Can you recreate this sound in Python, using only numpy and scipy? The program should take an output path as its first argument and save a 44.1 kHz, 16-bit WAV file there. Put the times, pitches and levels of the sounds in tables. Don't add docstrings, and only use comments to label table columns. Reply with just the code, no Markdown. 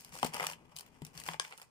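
import sys
import numpy as np
from scipy import signal
from scipy.fft import rfft, irfft, next_fast_len
from scipy.io import wavfile

SR = 44100
rng = np.random.default_rng(int(sys.argv[2]) if len(sys.argv) > 2 else 0)


def pcm_store(signal):
    levels = np.round(np.clip(np.atleast_2d(signal), -1, 1) * 32767)
    wavfile.write(sys.argv[1], SR, levels.astype(np.int16).T)


def gain_from_db(level_db):
    decades = np.asarray(level_db, float) / 20
    return 10 ** decades


N = 74970

# pitch in Hz, strength in dB, time to die away by 60 dB in seconds.
SHEET_TONES = [(4700, -2, .003), (5300, -1, .003), (6700, -1, .002), (8300, -1, .002), (10000, -3, .002),
               (12300, -9, .0015), (14800, -6, .002)]
WALL_TONES = [(1570, -2, 0.0098), (2000, -0.5, 0.0078), (2430, 2, 0.0076), (2900, -2, 0.011),
              (3300, -5.5, 0.01)]
HOLLOW_TONES = [(510, -8.5, 0.029), (599, -4, 0.058), (796, 1.5, 0.035), (933, 10.5, 0.02),
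                (1100, 5.5, 0.024), (1270, 3.5, 0.017)]
TABLE_TONES = [(75, -14, .05), (119, -10.5, 0.1), (245.8, 0.5, 0.1), (302, -1.5, 0.047), (412, -0.5, 0.06),
               (464, -8.5, .05)]

SHEET_OWN, WALL_OWN, HOLLOW_OWN = 2.1, 1.57, 0.12
WALL_TOP_HZ = 3500


def rms_one(x):
    return x / np.sqrt(np.mean(x ** 2) + 1e-20)


def in_time(rows):
    s, *columns = np.transpose(rows)
    return [np.interp(np.arange(N) / SR, s, c) for c in columns]


def colour(x, points):
    hz, db = np.transpose(points)
    log_hz = np.log(np.fft.rfftfreq(x.shape[-1], 1 / SR) + 1)
    return irfft(rfft(x) * gain_from_db(np.interp(log_hz, np.log(hz), db)), x.shape[-1])


def above(hz, x):
    return signal.sosfilt(signal.butter(2, hz, "high", fs=SR, output="sos"), x)


def below(hz, x):
    return signal.sosfilt(signal.butter(4, hz, fs=SR, output="sos"), x)


def drift(hz):
    r = np.exp(-2 * np.pi * hz / SR)
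    wander = signal.lfilter([1], [1, -2 * r, r * r], rng.standard_normal(N + SR))
    return rms_one(wander[SR:])


def ring(push, hz, t60):
    r = 1000. ** (-1 / (t60 * SR))
    w = 2 * np.pi * hz / SR
    return signal.lfilter([0, np.sin(w)], [1, -2 * r * np.cos(w), r * r], push + 1e-18)


def add(out, s, sound):
    i = int(s * SR)
    out[..., i:i + sound.shape[-1]] += sound[..., :N - i]


def struck(push, tones, detune):
    luck = rng.standard_normal((len(tones), 2))
    body = 0
    for (hz, db, t60), (louder, higher) in zip(tones, luck):
        body = body + gain_from_db(db + 2 * louder) * ring(push, hz * (1 + detune * higher), t60)
    return body / np.sqrt(np.mean(body[..., :SR // 100] ** 2))


def rustle():
    # time in seconds, level in dB, share of the hollows in dB.
    hand = [(0, -57.5, -16), (.11, -72, 0), (.135, -54.5, -12), (.22, -55, -8.5), (.27, -48.5, -6),
            (.32, -69.5, 7.5), (.345, -48.5, 5), (.45, -51.5, -1.5), (.53, -56, -10), (.57, -80.5, 9.5),
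            (1.12, -73.5, 2), (1.17, -56.5, -7), (1.228, -62.5, -6), (1.265, -49, -8.5), (1.35, -60, 4),
            (1.39, -79, -7), (1.41, -55.5, -2), (1.7, -79.5, -8)]
    grains_per_s, grain_spread_db, clump_db, wall_share_db = 6500, 2.5, 5.5, 1.5
    level_db, hollow_db = in_time(hand)
    clump = gain_from_db(clump_db * drift(60))
    happens = rng.random(N) < grains_per_s * clump / SR
    grains = happens * gain_from_db(grain_spread_db * np.minimum(rng.exponential(1, N), 5))

    def rubbed(tones, own):
        body = 0
        for hz, db, t60 in tones:
            push = grains * (rng.standard_normal(N) + own * rng.standard_normal((2, N)))
            body = body + gain_from_db(db) * ring(push, hz, t60)
        return rms_one(above(tones[0][0] - 100, body))

    sheet = rubbed(SHEET_TONES, SHEET_OWN)
    walls = below(WALL_TOP_HZ, rubbed(WALL_TONES, WALL_OWN))
    hollows = rubbed(HOLLOW_TONES, HOLLOW_OWN)
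    return gain_from_db(level_db) * (sheet + gain_from_db(wall_share_db + hollow_db / 2) * walls + gain_from_db(hollow_db) * hollows)


def rumble():
    # time in seconds, level in dB.
    tremble = [
        (0.0, -70.5),
        (.2, -68),
        (.5, -71),
        (.9, -71.5),
        (1.2, -66.5),
        (1.35, -72),
        (1.45, -80),
        (1.7, -95),
    ]
    top_hz, table_share_db, port_noise_db = 222, -3.5, -2
    shake = rng.standard_normal(N) + gain_from_db(port_noise_db) * rng.standard_normal((2, N))
    shake = shake * gain_from_db(2 * drift(6.6))
    low = signal.sosfilt(signal.butter(2, [22, top_hz], "band", fs=SR, output="sos"), shake)
    table = sum(gain_from_db(db) * ring(shake[0], hz, t60) for hz, db, t60 in TABLE_TONES)
    return gain_from_db(in_time(tremble)[0]) * (rms_one(low) + gain_from_db(table_share_db) * rms_one(table))


def snaps():
    # start in seconds, then the levels of sheet, cell walls and hollows in
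    # dB.
    buckles = [(.0074, -41.5, -67, -72), (.0467, -37, -59, -58.5), (.0915, -49.5, -67, -65),
               (.1238, -47.5, -60.5, -63), (.1378, -44, -63, -58), (.1528, -37, -59, -49.5),
               (.1638, -44, -55.5, -51), (.1742, -38, -66, -58), (.1872, -36, -51, -59),
               (.1967, -40, -57, -58), (.2292, -26, -35, -28.5), (.2456, -25, -43, -40),
               (.2489, -31, -44.5, -42), (.2604, -32.5, -50, -44.5), (.2658, -33, -53, -46),
               (.336, -33, -48, -57), (0.343, -26.5, -45.5, -45), (.349, -41, -54, -46),
            (.365, -33, -48, -43.5), (.397, -34.5, -47.5, -39.5), (0.4062, -36, -44, -40),
            (0.418, -42, -48, -39), (0.4282, -32.5, -39.5, -37.5), (.439, -34, -42, -37),
            (0.4462, -33, -44, -43.5), (.455, -40, -49, -51), (0.4671, -21, -37, -43),
            (.488, -50, -50, -45.5), (.498, -33.5, -47, -45), (.513, -37, -52, -47), (.522, -36, -57, -54),
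            (.532, -45, -49, -60),
               (.7584, -47, -74, -61), (.7637, -30, -62, -66), (.7704, -36, -59, -68),
           (0.7865, -32.5, -60, -63), (.7944, -36.5, -63, -61.5), (.8081, -35.5, -55.5, -59.5),
           (.8629, -51.5, -63.5, -73), (1.0191, -44, -57, -59.5), (1.049, -35.5, -55, -63),
           (1.066, -42, -63, -65), (1.1328, -56.5, -76, -69), (1.1514, -54, -68, -70),
           (1.1757, -33.5, -53, -65), (1.1992, -33.5, -55, -58), (1.2154, -46, -54, -60),
           (1.2366, -36.5, -54, -67),
               (1.256, -42, -59, -56), (1.263, -39, -48, -52), (1.276, -33, -54, -57),
            (1.287, -34.5, -39.5, -40.5), (1.3133, -40.5, -57, -56), (1.334, -37.5, -47, -49),
            (1.342, -46, -48, -49), (1.3973, -19, -40, -48.5), (1.4451, -50, -56, -70),
            (1.449, -48, -49.5, -59), (1.51, -52, -57, -57), (1.516, -60, -56, -57), (1.523, -46, -47, -57),
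            (1.531, -52, -60, -54), (1.537, -47, -69, -58), (1.5764, -40.5, -66, -67),
            (1.582, -47.5, -58.5, -57.5), (1.598, -48, -60, -58.5), (1.6156, -39, -56, -56.5),
            (1.621, -47, -64, -58.5), (1.628, -47, -68, -63), (1.644, -60, -79, -77)]
    burst_s, settle_s, settle_db, softer = .0013, .009, -21.5, .28
    detune = .05
    out, t = np.zeros((2, N)), np.arange(SR // 15) / SR
    burst = t / burst_s * np.exp(-t / burst_s * 2) * 2 * np.e
    settle = np.exp(-t / settle_s) * (1 - np.exp(-t / burst_s))
    shade = signal.butter(6, 10500, fs=SR, output="sos")
    for s, sheet_db, wall_db, hollow_db in buckles:
        shape = burst + gain_from_db(settle_db - softer * sheet_db) * settle
        shared = rng.standard_normal(len(t)) * shape
        own = rng.standard_normal((2, len(t))) * shape
        sheet = above(5510, struck(shared + SHEET_OWN * own, SHEET_TONES, detune))
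        if 1.3 < s < 1.55:
            sheet = signal.sosfilt(shade, sheet)
        walls = above(1506, struck(shared + WALL_OWN * own, WALL_TONES, detune))
        walls = below(WALL_TOP_HZ, walls)
        hollows = above(430, struck(shared + HOLLOW_OWN * own, HOLLOW_TONES, detune))
        hollows = above(384, hollows)
        snap = gain_from_db(sheet_db - 11) * sheet + gain_from_db(wall_db + 0.5) * walls + gain_from_db(hollow_db - 1.5) * hollows
        add(out, s, snap)
    return out


def hum():
    # start in seconds, peak level in dB.
    swells = [(0.051, -63.5), (.126, -53), (0.233, -44.5), (0.282, -46), (.345, -53.5), (0.411, -49.5),
              (.465, -55), (.512, -55.5), (0.599, -67), (.675, -64), (.742, -57.5), (0.908, -63.5),
              (1.019, -47), (1.065, -59), (1.15, -53), (1.222, -62), (1.284, -47), (1.339, -53),
              (1.4, -60.5), (1.455, -66)]
    pitch_hz, t60_s, rise_s, stop_s = 158.8, 0.22, 0.0061, 0.0034
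    out, t = np.zeros(N), np.arange(SR // 2) / SR
    ends = [s for s, _ in swells[1:]] + [N / SR]
    luck = rng.standard_normal(len(swells))
    for (s, db), end, higher in zip(swells, ends, luck):
        shape = (1 - np.exp(-t / rise_s)) * 1000. ** (-t / t60_s)
        shape = shape * np.exp(-np.maximum(t + s - end, 0) / stop_s)
        tone = np.sin(2 * np.pi * pitch_hz * (1 + 0.03 * higher) * t)
        add(out, s, gain_from_db(db) * np.sqrt(2) * shape * tone)
    return out * gain_from_db(2 * drift(19))


def knocks():
    # start in seconds, level in dB.
    pushes = [
        (0.129, -63.5),
        (0.231, -41),
        (0.247, -41.5),
        (0.343, -50),
        (1.018, -48),
        (1.287, -53),
    ]
    # start in seconds, peak level in dB, pitch in Hz, 60 dB fade in
    # seconds.
    blows = [(.2297, -18.5, 830, 0.01), (.2325, -29, 874, 0.054), (0.2484, -23.5, 490, 0.0071),
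             (.37, -38.5, 840, 0.051), (0.4673, -33, 1090, 0.014), (1.02, -48, 950, 0.043),
             (1.0196, -46, 412, 0.025), (1.2872, -22.5, 1034, 0.012), (1.343, -38, 862, .04),
             (1.3974, -27.5, 1100, 0.02), (1.3975, -22.5, 3240, 0.0068), (.338, -38, 2350, 0.014),
             (.399, -24.5, 2080, 0.027), (.4065, -34.5, 728, .03), (0.44, -31.5, 1206, 0.038),
             (.441, -45, 1920, 0.027), (0.4671, -27, 2900, 0.016), (0.5, -39, 2830, 0.018),
             (0.533, -38, 2790, .02), (1.3967, -28.5, 4490, 0.0042), (1.3981, -27, 1614, 0.024),
             (1.449, -37, 2270, .02), (1.621, -47, 2000, 0.017), (0.23, -36, 238, 0.13),
             (0.765, -43, 3000, 0.025), (0.785, -42.5, 3050, 0.021), (1.0178, -47.5, 104, 0.044),
             (1.173, -57, 91.5, .12), (1.2878, -32, 3290, 0.015), (1.2868, -47, 486, .03),
             (1.397, -33.5, 3770, 0.0061), (.145, -52.5, 510, 0.077), (1.176, -45, 4500, 0.0093),
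             (0.7646, -40, 4520, 0.012), (1.398, -43.5, 430, 0.028), (1.019, -50, 288, .04)]
    out, t = np.zeros(N), np.arange(SR // 2) / SR
    soft_push = t * np.exp(-t / 0.00076)
    for s, db in pushes:
        add(out, s, gain_from_db(db) * above(130, struck(soft_push, TABLE_TONES, 0.028)))
    click = 1. * (t == 0)
    for s, db, hz, t60 in blows:
        add(out, s, gain_from_db(db) * above(hz / 2, ring(click, hz, t60)))
    return out


def room(x):
    t60_s, wall_cut_hz = 0.16, 15600
    size = next_fast_len(N + SR)
    w = 2j * np.pi * np.fft.rfftfreq(size, 1 / SR)
    dull = 1 / (1 + w / (2 * np.pi * wall_cut_hz))
    sides = [0, 0]
    for k, lag in enumerate(rng.uniform(.006, .03, 16)):
        loop = 1000. ** (-lag / t60_s) * dull * np.exp(-w * lag)
        sides[k % 2] = sides[k % 2] + loop / (1 - loop) * (-1) ** (k // 2)
    return irfft(rfft(x, size) * np.array(sides), size)[:, :N]


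def ports(x):
    # pitch in Hz, difference in dB.
    lean = [(40, 5), (125, 5), (450, 10), (1100, 3), (4000, 3), (8000, 2), (14000, 4)]
    # time in seconds, left over right in dB.
    sideways = [
        (0, -0.5),
        (1.2, 0.5),
        (1.38, -1),
        (1.7, -5),
    ]
    lead_s = .00023
    hz, db = np.transpose(lean)
    late = np.interp(np.arange(N) - np.round(lead_s * SR), np.arange(N), x[1])
    left = colour(x[0], np.transpose([hz, db / 2]))
    right = colour(late, np.transpose([hz, -db / 2]))
    return np.array([left, right]) * gain_from_db(in_time(sideways)[0] * [[.5], [-.5]])


def air_noise():
    # pitch in Hz, level in dB.
    spectrum = [(15, -39), (25, -2), (157, 10), (317, -0.5), (962, 2.5), (1790, -10), (8360, -20),
                (14800, -34), (16000, -55)]
    return rms_one(colour(rng.standard_normal((2, N)), spectrum))


def scene():
    tray = snaps() + knocks() + hum() + rustle()
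    air = gain_from_db(-70) * air_noise()
    echo = gain_from_db(-15) * room(above(143, tray[0]))
    return ports(tray + rumble()) + echo + air


def roll_off(x):
    return signal.sosfilt(signal.butter(12, 16640, fs=SR, output="sos"), x)


def record(dry):
    top_cut = signal.cheby2(12, 70, 16600, fs=SR, output="sos")
    mix = signal.sosfilt(top_cut, dry)
    return roll_off(mix)


dry = scene()
out = record(dry)
pcm_store(out)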